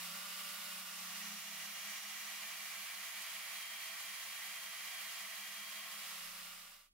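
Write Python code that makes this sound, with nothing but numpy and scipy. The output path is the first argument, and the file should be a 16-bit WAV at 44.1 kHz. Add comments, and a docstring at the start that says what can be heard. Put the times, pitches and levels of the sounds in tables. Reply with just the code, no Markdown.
"""Indoors, a pair of spaced microphone ports near a geared hand motor that spins a foam pad.
A painted metal plate is pressed on the pad, which slows the motor, then lifted. Commutator and gear
tones are sines locked to the motor speed; brushes, fan and rubbing foam are a wide whirr of noise
shaped by housing resonances. Wet polish adds a hiss. The tool fades out while a faint low rumble,
two wavering hums and a soft rush, rises."""
import sys
import numpy as np
from scipy import signal
from scipy.fft import rfft, irfft, next_fast_len
from scipy.io import wavfile
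from scipy.ndimage import uniform_filter1d

SR = 44100
rng = np.random.default_rng(int(sys.argv[2]) if len(sys.argv) > 2 else 0)


def unload_audio(sound):
    """Save the sound as a 16-bit wav file, at the path given as the first command line argument."""
    columns = np.transpose(np.atleast_2d(sound))
    # keep every value between -1 and 1, then stretch to whole-number steps
    steps = np.round(np.clip(columns, -1, 1) * 32767)
    wavfile.write(sys.argv[1], SR, steps.astype(np.int16))


N = 305608
SIZE = next_fast_len(N + 16384)  # transform length, padded past the end

# Background hums: (frequency [Hz], start [s], rise [s], hold [s], fall [s], level [dB], waver [dB])
RUMBLE_HUMS = [(25.7, 5.98, 0.25, 0.69, .1, -78.5, 1.5), (80.6, 6.26, 0.082, 0.22, 0.86, -88, 1)]
# Colour of the background rush: (frequency [Hz], relative level [dB per Hz])
RUSH_COLOUR = [(40, -12), (110, -3), (320, 0), (450, -12), (900, -50)]
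# Colour of the polish hiss: (frequency [Hz], relative level [dB per Hz])
POLISH_COLOUR = [(100, -40), (600, -6.0), (9000, 1.5), (15000, -16)]
# Resonances that ring in the polish hiss: (centre [Hz], width [Hz], gain [dB])
POLISH_RINGS = [(790, 160, 23.6), (2865, 130, 32), (5680, 400, 21), (6660, 1090, 18)]
# Whirr colour, pad free and pad pressed: (frequency [Hz], relative level [dB per Hz])
FREE_COLOUR = [(40, -69), (150, -22), (250, -27), (310, -43), (370, -33), (440, -18), (510, -13),
               (580, -14.5), (708, -7.5), (1000, -7.5), (1200, -3.5), (1540, -6.5), (2800, -1), (6880, -8),
               (14600, -8), (15700, -8)]
PRESSED_COLOUR = [(40, -55), (96, -48), (236, -33), (440, -28.5), (657, -12.5), (1000, -12), (1500, -7),
                  (1970, -5), (3250, -6), (3680, -7.5), (7700, -12.5), (9520, -13), (10800, -10),
                  (13000, -12), (15700, -11.5)]
# Housing resonances, pad free and pad pressed: (centre [Hz], width [Hz], gain [dB])
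FREE_RINGS = [(860, 32, -4), (1194, 530, 4), (2020, 430, 3.5), (2700, 99, 0.5), (2860, 110, 3.5),
              (3690, 60, 2), (4140, 110, 1), (4800, 190, 2.5), (5260, 150, 4.5), (7200, 270, 2),
              (8900, 140, 3.5), (11060, 260, 3.5), (13600, 200, -5), (14050, 330, 2.5), (14550, 300, 2.5),
              (15100, 200, -6)]
PRESSED_RINGS = [(340.3, 4.8, 7.5), (546, 3, 9), (662.6, 18, 8.5), (755, 11, 5.5), (860, 40, -1.5),
                 (1016, 43, -7.5), (1095, 355, 8), (1510, 60, -3), (1625, 25, 2.5), (1810, 30, 4.5),
                 (1836, 30, 4.5), (1931, 32, 8), (1981, 74, 5), (2080, 76, 4.5), (2160, 60, 0),
                 (2347, 194, 8), (2820, 170, 4.5), (3210, 270, 4), (3880, 60, 2.5), (4043, 62, 6.5),
                 (4360, 90, 5.5), (4860, 70, -4), (4840, 42, 4), (4930, 82, 8), (5940, 100, 3),
                 (6330, 380, 3), (7060, 330, 4.2), (7600, 180, -1), (8080, 120, 3), (8430, 310, 3.3),
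                 (11840, 200, 3.5), (13080, 250, -4), (13700, 150, 0), (13950, 220, 2.5),
                 (14700, 360, -0.5), (15100, 200, -2)]
# Motor speed: (time [s], commutator rate [Hz])
MOTOR_SPEED = [(0.0, 560.5), (0.13, 567.0), (0.2, 582.5), (0.4, 585.0), (0.68, 586.5), (0.9, 584.0),
               (1.05, 577.0), (1.5, 551.3), (1.9, 540.3), (2.4, 536.0), (3.0, 531.5), (3.8, 529.7),
               (5.0, 531.3), (5.75, 537.2), (5.9, 539.8), (6.2, 558.8), (6.5, 574.9), (6.93, 585.9)]
# Gear and commutator tones: (multiple of the commutator rate)
TONE_ORDERS = [.1225, .245, .49, .511, .632, .752, 1, 1.39, 2, 2.462, 3, 3.62, 4, 4.38, 5, 9, 11, 12, 17,
               19, 20, 21, 22, 24, 25, 26]
# Their drive before the housing, relative to WHIRR_DB: (level when free [dB], level when pressed [dB])
TONE_LEVELS = [(-56, -57), (-62, -56), (-51, -50), (-65, -61), (-52, -51), (-66, -45.5), (-25, -42),
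               (-49, -38), (-26.5, -34.5), (-21, -34), (-38, -26.5), (-57, -32.5), (-35, -26.5),
               (-37, -25.5), (-35, -30), (-37, -25.5), (-48, -28), (-46, -33), (-56, -28), (-28, -30),
               (-43, -19), (-37, -30), (-48, -26), (-24, -26), (-53, -35), (-55, -31)]
# Gear mesh tone and sidebands: (offset [pad turns], balance when free [dB], balance when pressed [dB])
MESH_SIDEBANDS = [(-3, -9, -30), (-2, -9, -30), (-1, -25, -28), (0, -2, -2), (1, -16, -4), (2, -20, -14),
                  (3, -28, -21)]
# Joint drive of the gear growl before the housing: (time [s], level [dB])
GROWL_LEVEL = [(0, -83), (.15, -67), (.25, -77), (.5, -74), (.95, -76), (1.25, -63), (1.5, -66.5),
               (2.0, -70.5), (2.6, -78.5), (3.5, -79.5), (4.9, -79.5), (5.6, -75), (6.3, -77.5),
               (6.65, -84), (6.9, -104)]
# Drive of the loudest whine before the housing; it grows as the pad bears down and the polish
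# dries: (time [s], level [dB])
WHINE_LEVEL = [(0, -80), (1.2, -80), (1.85, -70.5), (2.4, -76), (2.9, -72), (3.4, -66.5), (4.3, -64.5),
               (5.75, -65.5), (6.1, -68.5), (6.5, -86), (6.93, -110)]
# The room and the spaced ports unlink the treble: (frequency [Hz], side minus mid [dB])
STEREO_WIDTH = [(60, -23), (110, -33), (200, -56), (380, -21), (700, -8), (1290, -6), (2380, -4.5),
                (4400, -1.5), (8120, 1.5), (15000, -1.5)]
# Balance of the two ports: (frequency [Hz], left minus right [dB])
PORT_BALANCE = [(250, 0), (700, -2.3), (1290, -2.6), (2380, -.8), (4400, -2), (15000, -2.3)]

RUSH_SWELL, RUSH_DB = (5, 1.2, .95, .15), -94  # (start [s], rise [s], hold [s], fall [s]), level [dB]
POLISH_SWELL, POLISH_DB = (0.62, 0.25, 1.36, 2), -11  # the same columns; level relative to the whirr
WHIRR_DB = -48
FADE_START_S, FADE_END_S = 5.924, 6.904  # fade of the whirr, hum and tone orders

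FREE_HZ, LOADED_HZ = 586, 531  # commutator rate with the pad free and pressed
INERTIA_S = 0.15  # the motor speed lags the pressure on the pad
# Multiples of the commutator rate; PAD is one turn of the pad
ROTOR, MESH, PAD, WHINE_ORDER = .3127, .3674, .0101, 6
# The rotor hum swells where it meets a low housing resonance: (centre [Hz], width [Hz], level there [dB])
HUM_RING = (178.1, 11.1, -65)
HUM_SPEEDUP_DB = 0.0043  # per Hz/s of commutator rate gained
SETTLE_DB = -5.5  # the hum settles by this much as the polish is worked in
# A narrow resonance favours the nearest sideband: (centre [Hz], width [Hz], gain [dB])
GROWL_RING = (208.2, 5, 20)
# A tone that the load mutes drops at first touch, one that it raises comes late: powers of the load
MUTE_POWER, RAISE_POWER = .65, 2
# Low tones sing out as the motor gains speed: dB per Hz/s, up to this many Hz/s, below this multiple
LIFT_DB, LIFT_MOST, LIFT_TOP = .11, 35, 2.5
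PATCHY_DB = 1.2  # each tone comes and goes on its own as the grip shifts
# Share of the side that echoes the direct sound, phase step [radians per bin], and sway of the level
ECHO_SHARE, ECHO_WANDER, ECHO_LEVEL = .22, .07, .45
HISS_DB, TOP_HZ = -91, 15750  # microphone noise before the top cut, and where that cut begins


def undb(db):
    """Amplitude ratio of a level in dB."""
    return 10 ** (np.asarray(db) / 20)


def curves(table):
    """Columns of a timed table, one value per sample."""
    s, *columns = np.transpose(table)
    return [np.interp(np.arange(N) / SR, s, c) for c in columns]


def over_hz(points):
    """A (frequency, value) table read at every bin, on a log frequency scale."""
    hz, value = np.transpose(points)
    bins = np.fft.rfftfreq(SIZE, 1 / SR)
    return np.interp(np.log(bins + 1), np.log(hz), value)


def walk(rate):
    """Random levels held 1 / rate s and slewed twice; spread near 1."""
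    k = int(SR / rate)
    steps = np.repeat(rng.standard_normal(N // k + 1), k)
    return 1.45 * uniform_filter1d(uniform_filter1d(steps, k), k)[:N]


def swell(start, rise, hold, fall):
    """Rise, hold and fall in dB: 0 at the top, -35 outside."""
    corners = np.cumsum([start, rise, hold, fall])
    return -35 * (1 - np.interp(np.arange(N) / SR, corners, [0, 1, 1, 0]))


def ring(hz, centre_hz, width, db):
    """Level of a tone at hz that drives a steep resonance."""
    return db - 20 * np.log10(1 + (2 * (hz - centre_hz) / width) ** 2)


def ring_db(peaks):
    """Summed gain of broad-skirted resonances at every bin."""
    hz = np.fft.rfftfreq(SIZE, 1 / SR)
    return sum(db / (1 + (2 * (hz - f) / w) ** 2) for f, w, db in peaks)


def tone(turns, db, flutter_db, slip):
    """A sine at rms db that flutters in level and slips in phase."""
    level = np.sqrt(2) * undb(db + flutter_db * walk(13))
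    return level * np.sin(2 * np.pi * (turns + rng.random()) + slip * walk(20))


def whirr(colour, peaks):
    """Noise through resonances, direct row at rms 1; a second, unrelated row is the room's share."""
    noise = rfft(rng.standard_normal((2, SIZE)))
    out = irfft(noise * undb(over_hz(colour) + ring_db(peaks)), SIZE)[:, :N]
    return out / np.std(out[0])


def rumble():
    """Background: a faint low rush of noise and two wavering low hums near the end."""
    time = np.arange(N) / SR
    out = whirr(RUSH_COLOUR, [])[0] * undb(RUSH_DB + swell(*RUSH_SWELL))
    for hz, start, rise, hold, fall, db, waver_db in RUMBLE_HUMS:
        hum = tone(hz * time, db + swell(start, rise, hold, fall), waver_db, 0.3)
        out = out + (time > start) * hum
    return out


def polish_hiss(wet):
    """Wet polish under the pad: resonant noise that follows the wetness."""
    return wet * undb(POLISH_DB + 0.8 * walk(7)) * whirr(POLISH_COLOUR, POLISH_RINGS)


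def tool_whirr(turns, load, wet, fade_db):
    """Brushes, fan and rubbing foam: free and pressed noise trade power as the load grows."""
    rub = load ** 1.3
    free = np.sqrt(1 - rub) * whirr(FREE_COLOUR, FREE_RINGS)
    pressed = np.sqrt(rub) * whirr(PRESSED_COLOUR, PRESSED_RINGS)
    air = free + pressed + polish_hiss(wet)
    air = air * (1 + 0.1 * np.cos(2 * np.pi * turns))  # brush noise pulses at each commutator bar
    # the treble flickers more than the body of the whirr
    high_pass = signal.butter(2, 3500, "high", fs=SR, output="sos")
    treble = signal.sosfiltfilt(high_pass, air)
    air = air + treble * (undb(0.35 * walk(25.08)) - 1)
    # uneven foam: the whole whirr surges a few times a second, with finer flicker
    surge_db = .5 * walk(6) + 0.13 * walk(20.82) + 0.33 * walk(60)
    return air * undb(WHIRR_DB + fade_db + surge_db)


def rotor_hum(hz, turns, speedup, wet, fade_db):
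    """The rotor's tone swells near a low resonance and settles as the polish is worked in."""
    settle_db = SETTLE_DB * np.cumsum(wet) / np.sum(wet)
    db = ring(ROTOR * hz, *HUM_RING) + HUM_SPEEDUP_DB * speedup + fade_db + settle_db
    return tone(ROTOR * turns, db, 1.5, 0.39)


def growl(hz, turns, load):
    """The gear mesh tone and its sidebands share one level and beat once per pad turn."""
    step, free_db, pressed_db = np.transpose(MESH_SIDEBANDS)[:, :, None]
    order = MESH + step * PAD
    centre_hz, width, gain_db = GROWL_RING
    resonance_db = gain_db / (1 + (2 * (order * hz - centre_hz) / width) ** 2) ** 2
    db = free_db + load * (pressed_db - free_db) + resonance_db
    # bring their joint power to the growl level
    db = db - 10 * np.log10(np.sum(undb(db) ** 2, axis=0)) + curves(GROWL_LEVEL)[0]
    return sum(tone(k * turns, d + walk(3), 1.2, .3) for k, d in zip(order, db))


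def order_tones(turns, speedup, load, fade_db):
    """Gear and commutator sines at fixed multiples of the motor speed, muted or raised by the load."""
    lift_db = LIFT_DB * np.clip(speedup, 0, LIFT_MOST)
    out = 0
    for order, (free_db, pressed_db) in zip(TONE_ORDERS, TONE_LEVELS):
        power = RAISE_POWER if pressed_db > free_db else MUTE_POWER
        db = WHIRR_DB + fade_db + free_db + load ** power * (pressed_db - free_db)
        db = db + (order < LIFT_TOP) * lift_db + PATCHY_DB * walk(2.46)
        out = out + tone(order * turns, db, 1.4, 0.057 * order ** .5)
    return out


def loud_whine(turns):
    """The sixth order, the loudest whine and the roughest: fast level jitter and deep phase slip."""
    return tone(WHINE_ORDER * turns, curves(WHINE_LEVEL)[0] + 1.8 * walk(70), 1.1, 0.54)


def motor_tones(hz, turns, speedup, load, wet, fade_db):
    """Main source: hum, growl and whines, all locked to the motor speed."""
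    hum = rotor_hum(hz, turns, speedup, wet, fade_db)
    whines = order_tones(turns, speedup, load, fade_db) + loud_whine(turns)
    return hum + whines + growl(hz, turns, load)


def spaced_ports(near, room, tones):
    """Two ports hear the direct sound as mid; room noise and short echoes make the side."""
    # a gliding tone swells as it crosses a housing resonance
    whine = rfft(tones, SIZE) * undb(ring_db(PRESSED_RINGS))
    mid = rfft(near, SIZE) + whine
    # echoes shift mainly the phase between the ports, by an angle that wanders over frequency
    angle = np.cumsum(ECHO_WANDER * rng.standard_normal(len(mid)))
    wander = ECHO_LEVEL * np.cos(angle) + 1.3j * np.sin(angle)
    echo = np.sqrt(ECHO_SHARE) * wander * (mid + 1.8 * whine)
    unlinked = np.sqrt(1 - ECHO_SHARE) * rfft(room, SIZE)
    side = undb(over_hz(STEREO_WIDTH)) * (echo + unlinked)
    tilt = over_hz(PORT_BALANCE) / 2
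    ports = np.array([mid + side, mid - side]) * undb([tilt, -tilt])
    return irfft(ports, SIZE)[:, :N]


def scene():
    """Motor speed gives the load; speed and load drive the tool, heard over the rumble."""
    hz, = curves(MOTOR_SPEED)
    turns = np.cumsum(hz) / SR
    speedup = uniform_filter1d(np.gradient(hz) * SR, int(.2 * SR))  # Hz/s
    load = np.clip((FREE_HZ - hz - INERTIA_S * speedup) / (FREE_HZ - LOADED_HZ), 0, 1)
    wet = undb(swell(*POLISH_SWELL))
    left = np.clip((FADE_END_S - np.arange(N) / SR) / (FADE_END_S - FADE_START_S), 0, 1)
    fade_db = 20 * np.log10(np.sin(np.pi / 2 * left) + 0.0067)  # quarter sine down to a faint floor
    near, room = tool_whirr(turns, load, wet, fade_db)
    tones = motor_tones(hz, turns, speedup, load, wet, fade_db)
    return spaced_ports(near + rumble(), room, tones)


def record(dry):
    """Faint microphone hiss is added, then a steep low-pass cuts the top."""
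    hiss = undb(HISS_DB) * rng.standard_normal(dry.shape)
    low_pass = signal.ellip(12, .2, 60, TOP_HZ, fs=SR, output="sos")
    return signal.sosfilt(low_pass, dry + hiss)


dry = scene()
out = record(dry)
unload_audio(out)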